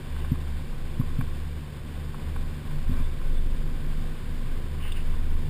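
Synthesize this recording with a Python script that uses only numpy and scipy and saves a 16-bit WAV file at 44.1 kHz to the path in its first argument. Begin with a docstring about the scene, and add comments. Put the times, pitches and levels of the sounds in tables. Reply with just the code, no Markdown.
"""Inside a closed gondola cabin that creeps through the lift station, heard by one small camera microphone.
The drive hums with an octave and overtones; the cabin shudders on its hanger as a wandering low tone and rumble.
Conveyor tyres roll as coloured noise through the shell and panels, and chafe in one narrow resonance.
Filtered pushes knock on the shell, struck modes make ticks, a jolt's rattle and a zip pull, and nylon swishes.
The camera's coarse sample clock holds each value, leaving a faint mirrored treble."""
import sys
import numpy as np
from scipy import signal
from scipy.fft import rfft, irfft, next_fast_len
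from scipy.io import wavfile
from scipy.ndimage import map_coordinates

SR = 44100
rng = np.random.default_rng(int(sys.argv[2]) if len(sys.argv) > 2 else 0)


def waveform_to_disk(signal):
    """Save audio, clipped to [-1, 1], as 16-bit WAV at the path in sys.argv[1]."""
    frames = np.transpose(np.atleast_2d(signal))
    scaled = np.clip(frames, -1, 1) * 32767
    samples = np.round(scaled).astype(np.int16)
    wavfile.write(sys.argv[1], SR, samples)


N = 242329
T = np.arange(N) / SR   # time [s]
JOLT_S, JOLT_LENGTH_S = 2.875, 0.17   # start and length of the jolt [s]
# what a tapped panel rings with: (frequency [Hz], level before tilt and scatter [dB], t60 [s])
PANEL_MODES = [(815, -5, 0.016), (1080, -1, 0.022), (1240, -5, 0.015), (1530, -5.5, 0.019),
               (1730, -13, 0.018), (2348, -12.5, 0.025), (3680, -22, 0.02)]


def drive(octave_trim_db=-1.0, octave_waver_db=1.5, waver_db=2.0):
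    """The motor's hum and its octave swell and sink, each in its own time; octave and weaker overtones waver."""
    # speed of the drive: (time [s], pitch of the hum [Hz])
    speed = [(0, 72.2), (0.5, 72.7), (1.0, 73.5), (2.6, 73.39), (3.4, 72.6), (4.2, 74.23), (5.49, 73.27)]
    # the hum swells and sinks: (time [s], rms level [dB])
    hum_level = [(0.0, -53), (0.14, -31.8), (0.6, -32), (0.73, -53), (0.83, -38.4), (1.58, -33),
                 (1.67, -43), (2.08, -33.5), (2.17, -51), (2.27, -29.5), (2.77, -43.5), (2.89, -31.5),
                 (3.11, -34.0), (3.19, -44), (3.47, -34), (3.61, -44.6), (3.73, -39.5), (3.85, -47.5),
                 (4.0, -36.9), (4.12, -48), (4.3, -36), (4.45, -44.5), (4.73, -31.5), (4.9, -38.5),
                 (5.37, -30), (5.49, -40)]
    # the hum's octave: (time [s], rms level before trim and wavering [dB])
    octave_level = [(0.0, -42), (0.23, -41), (1.35, -42), (1.6, -40.5), (1.74, -46), (2.12, -39.5),
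                    (2.17, -44.2), (2.66, -40.5), (2.75, -32), (2.85, -47.5), (4.14, -39.6), (4.19, -53),
                    (4.29, -40), (4.35, -48.3), (4.77, -40), (4.9, -48.3), (5.04, -43), (5.37, -48),
                    (5.44, -41), (5.49, -32)]
    # weaker overtones: (multiple of the hum's pitch, rms level before wavering [dB])
    overtones = [(3, -53), (5, -63.5)]
    pitch, = in_time(speed)
    hum_db, = in_time(hum_level)
    octave_db, = in_time(octave_level)
    octave_db = octave_db + octave_trim_db + octave_waver_db * drift(4.7)
    out = from_db(hum_db) * tone(pitch) + from_db(octave_db) * tone(2 * pitch)
    for multiple, db in overtones:
        out = out + from_db(db + waver_db * drift(4.5)) * tone(round(multiple) * pitch)
    return out


def shudder(rumble_db=-13.0, rest_db=-45.0, uneven_db=1.27, wander_hz=0.592):
    """The whole cabin shakes at its lowest resonance; the harder it shakes, the more its frame rumbles."""
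    # how hard the cabin shakes on its hanger: (time [s], rms level before unevenness [dB])
    strength = [(0.0, -40.5), (0.14, -29.5), (0.93, -31), (1.13, -25), (1.72, -44), (2.47, -26.5),
                (2.62, -45), (2.69, -28.1), (3.02, -17.5), (3.14, -29), (3.28, -19), (3.84, -27.3),
                (3.95, -21.5), (4.23, -31.5), (4.53, -22.5), (4.71, -30.5), (4.86, -23.5), (5.37, -22),
                (5.49, -29)]
    # how fast it shakes: (time [s], rate before wander [Hz])
    shake_rate = [(0, 19.6), (1.4, 18), (2.4, 20.3), (4.5, 21), (4.9, 18.5), (5.49, 18)]
    # colour of the frame's rumble: (frequency [Hz], relative level [dB per Hz])
    rumble_colour = [(22, 2), (34, 9), (44, -3.5), (55, -5), (75, -13.5), (97, -5), (125, -19), (170, -11),
                     (300, -45)]
    db, = in_time(strength)
    hz, = in_time(shake_rate)
    db = db + uneven_db * drift(5.2)
    # rumble_db is set against the shake; rest_db remains when the cabin hangs still
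    rumble = np.hypot(from_db(db + rumble_db), from_db(rest_db)) * noise(rumble_colour)
    shake = from_db(db) * tone(hz + wander_hz * drift(3.76))
    return shake + rumble


def knocks(low_hz=75, high_hz=275, size=8192):
    """Each dull push bounces between the walls a few times; the soft contact leaves no treble."""
    # soft knocks on the shell: (time [s], peak level [dB], length of the push [s])
    pushes = [(0.313, -12, 0.0033), (0.992, -13, 0.004), (1.183, -14.5, 0.0044), (1.207, -23, 0.0027),
              (2.889, -19.5, 0.0031), (2.909, -20.5, 0.0036), (2.946, -29, 0.002), (2.995, -24, 0.0016)]
    crossing_s, wall_echo = 0.00792, 0.45   # round trip between the walls [s], share that returns
    out, t = np.zeros(N), T[:size]
    for s, db, length in pushes:
        push = sum(wall_echo ** k * swell(k * crossing_s, length, t) for k in range(6))
        dull = cut(push, high_hz, "low", order=10)
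        thud = cut(dull, low_hz, "high", order=3)
        add(out, s, from_db(db) * thud / np.abs(thud).max())
    return out


def ticks():
    """Skis and boards tap the panels, which ring for a few milliseconds."""
    # ticks of gear against the cabin: (time [s], peak level [dB], tilt [dB per octave])
    taps = [(0.1625, -34, 2), (0.2445, -34.5, 2), (0.3555, -37, -1), (0.728, -40, -1), (1.0105, -34, 3),
            (1.1015, -37, -1), (1.2085, -28.5, 3), (2.1427, -32.5, -5), (2.361, -32, -2), (2.709, -38, -1),
            (3.2135, -36, 1), (4.850, -38, 3), (5.365, -39, 2)]
    out = np.zeros(N)
    for s, db, tilt_db in taps:
        add(out, s, from_db(db) * strike(PANEL_MODES, tilt_db))
    return out


def rattle(count=30, loudest_db=-42, tilt_db=7.0):
    """The jolt shakes loose fittings against the same panels at uneven moments."""
    out = np.zeros(N)
    # one touch at a random moment in each equal slice of the jolt
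    touches = JOLT_S + (np.arange(count) + rng.random(count)) / count * JOLT_LENGTH_S
    for s in touches:
        strength = from_db(loudest_db) * swell(JOLT_S, JOLT_LENGTH_S, s)
        add(out, s, strength * strike(PANEL_MODES, tilt_db, scatter_db=4.0))
    return out


def jacket(grain_db=-1.0, sag=0.035, zip_s=4.919, zip_db=-28.5):
    """Ribbed nylon sings as it slides, lower as the sleeve slows after a zip pull flicks."""
    # strokes of a sleeve over nylon: (time [s], length [s], level at the top before grain [dB])
    swishes = [(0.07, 0.25, -57.5), (4.79, 0.15, -46), (4.93, 0.1, -48)]
    # colour of the rubbed nylon: (frequency [Hz], relative level [dB per Hz])
    nylon = [(1200, -21), (2000, -4), (2500, -6), (2750, 4), (3000, 4.5), (3350, -17), (5500, -28)]
    # ring of the zip pull: (frequency [Hz], level before scatter [dB], t60 [s])
    zip_modes = [(2800, -1, 0.02), (2940, -5, 0.016), (3400, -1, 0.021), (3600, -5, 0.029),
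                 (4880, -17, 0.03)]
    speed = 1 - sag * np.clip((T - zip_s) / 0.041, 0, 1)   # share of full speed, falling over 41 ms
    # reading the noise more slowly lowers its pitch
    ribs = map_coordinates(noise(nylon), [np.cumsum(speed) - 1], order=3)
    out = strokes(swishes) * from_db(grain_db * drift(59.8)) * ribs
    add(out, zip_s, from_db(zip_db) * strike(zip_modes))
    return out


def chafe(hz=3520, width=140):
    """Slipping rubber excites one narrow resonance."""
    # a tyre chafes faintly on the grip rail: (time [s], length [s], level at the top [dB])
    slips = [(3.025, 0.053, -56), (3.31, 0.1, -53.5)]
    slip = rng.standard_normal(N)
    ring = resonate(resonate(slip, hz, width), hz, 2 * width)
    return strokes(slips) * rms_one(ring)


def tyres(drone_trim_db=9.0, hiss_trim_db=2.0, flutter_db=0.5, grit_db=0.62, jolt_rise_db=2.0):
    """Rolling noise, louder in the jolt: a shell drone that booms in the cabin's air, and a panelled hiss."""
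    # rolling tyres: (time [s], drone level [dB], hiss level [dB]), both before trim, jolt and flutter or grit
    rolling_level = [(0, -51.5, -50.5), (0.65, -52, -51.5), (1.25, -50.5, -50.5), (1.6, -53.5, -52.5),
                     (2.3, -50, -51), (2.8, -51, -51), (3.6, -50, -51.5), (4.1, -50, -50.7),
                     (4.75, -51, -51), (5.05, -52.5, -50.5), (5.49, -49, -51.5)]
    # colour of the shell's drone: (frequency [Hz], relative level [dB per Hz])
    drone_colour = [(60, -1), (95, 8), (130, 4.5), (165, 4.5), (200, -3), (250, 3), (290, -4), (340, -2.5),
                    (400, -7), (490, -6.5), (600, -15), (1000, -48)]
    # colour of the hiss: (frequency [Hz], relative level [dB per Hz])
    hiss_colour = [(250, -23), (500, 3), (700, -1.5), (880, -0.5), (1300, -2), (1900, -1), (2600, -3.5),
                   (3200, -3), (4000, -9), (4800, -7.5), (5500, -12.5), (6000, -12.5)]
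    # resonances of the cabin's panels: (frequency [Hz], width [Hz], gain before the hiss is levelled [dB])
    panels = [(779, 40, 2), (1059, 135, 6), (1513, 163, 2), (2275, 140, -3.5), (3548, 145, 3.5)]
    boom_hz, boom_width, boom_db = 253.4, 14, -15.5   # boom of the cabin's air [Hz, Hz, dB against the shell]
    drone_db, hiss_db = in_time(rolling_level) + jolt_rise_db * swell(JOLT_S, JOLT_LENGTH_S)
    shell = noise(drone_colour)
    boom = from_db(boom_db) * rms_one(resonate(noise(drone_colour), boom_hz, boom_width))
    drone = from_db(drone_db + drone_trim_db + flutter_db * drift(9)) * (shell + boom)
    rolling = noise(hiss_colour)
    hiss = noise(hiss_colour)
    for hz, width, db in panels:
        hiss = hiss + from_db(db) * resonate(rolling, hz, width)
    return drone + from_db(hiss_db + hiss_trim_db + grit_db * drift(19)) * rms_one(hiss)


def strike(modes, tilt_db=0.0, scatter_db=1.2, contact_s=0.004, size=4096):
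    """Each mode swells over a few milliseconds of contact and rings with a strength of its own; peak 1."""
    t, out = T[:size], np.zeros(size)
    for hz, db, t60 in modes:
        tilt = tilt_db * np.log2(hz / modes[0][0])
        level = db + tilt + scatter_db * rng.standard_normal() - 60 * t / t60
        out += from_db(level) * np.sin(2 * np.pi * (hz * t + rng.random()))
    out = out * np.sin(np.pi / 2 * np.minimum(t / contact_s, 1)) ** 2
    return out / np.abs(out).max()


def swell(start, length, t=T):
    """A smooth rise and fall of height 1."""
    return np.sin(np.pi * np.clip((t - start) / length, 0, 1))


def strokes(rows):
    """Gain of a few rubbing strokes, each gathering speed and slowing again."""
    return sum(from_db(db) * swell(s, length) for s, length, db in rows)


def from_db(db):
    """Decibels to gain."""
    return 10 ** (np.asarray(db) / 20)


def rms_one(x):
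    """Scale to rms 1."""
    return x / np.sqrt(np.mean(x ** 2) + 1e-20)


def in_time(rows):
    """Each column of a curve at every sample."""
    s, *columns = np.transpose(rows)
    return [np.interp(T, s, c) for c in columns]


def drift(rate):
    """Random wander of rms 1: noise through two equal poles at rate [Hz]."""
    step = 40   # samples between slow values
    r = np.exp(-2 * np.pi * rate * step / SR)
    chance = rng.standard_normal(N // step + 2002)
    slow = signal.lfilter([1], [1, -2 * r, r * r], chance)[2000:]   # drop the filter's start-up
    return np.interp(np.arange(N) / step, np.arange(len(slow)), rms_one(slow))


def noise(spectrum):
    """Noise of rms 1 with the given colour, falling 24 dB per octave beyond its ends."""
    hz, db = np.transpose(spectrum)
    size = next_fast_len(N)
    octave = np.log2(np.fft.rfftfreq(size, 1 / SR) + 1e-3)
    beyond = np.abs(octave - np.clip(octave, np.log2(hz[0]), np.log2(hz[-1])))
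    gain = from_db(np.interp(octave, np.log2(hz), db) - 24 * beyond)
    return rms_one(irfft(rfft(rng.standard_normal(size)) * gain, size)[:N])


def cut(x, hz, kind, order=2):
    """Butterworth filter."""
    sos = signal.butter(order, hz, kind, fs=SR, output="sos")
    return signal.sosfilt(sos, x + 1e-18)


def resonate(x, hz, width):
    """One resonance with gain 1 on top, its width in Hz."""
    r = np.exp(-np.pi * width / SR)
    zeros = np.array([1, 0, -1]) * (1 - r * r) / 2
    poles = [1, -2 * r * np.cos(2 * np.pi * hz / SR), r * r]
    return signal.lfilter(zeros, poles, x + 1e-18)


def tone(hz):
    """A sine of rms 1 that follows a pitch curve."""
    return np.sqrt(2) * np.sin(2 * np.pi * (np.cumsum(hz) / SR + rng.random()))


def add(out, s, sound):
    """Mix a sound in at time s."""
    at = round(s * SR)
    out[at:at + len(sound)] += sound[:N - at]


def scene():
    """Everything meets at one microphone in the cabin."""
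    machinery = drive() + shudder() + tyres() + chafe()
    return (machinery + knocks() + ticks() + rattle() + jacket())[None]


def record(dry, clock_hz=12000, cutoff_hz=15300):
    """Each sample of the slow clock is held for four steps, which mirrors the sound faintly into the treble."""
    dull = cut(dry, 5650, "low", order=12)
    coarse = signal.resample_poly(dull, clock_hz, SR, axis=1)
    steps = np.repeat(coarse, 4, axis=1)
    held = signal.resample_poly(steps, SR, 4 * clock_hz, axis=1)[:, :N]
    lowpass = signal.ellip(12, 0.1, 80, cutoff_hz, fs=SR, output="sos")
    return signal.sosfilt(lowpass, held)


dry = scene()
out = record(dry)
waveform_to_disk(out)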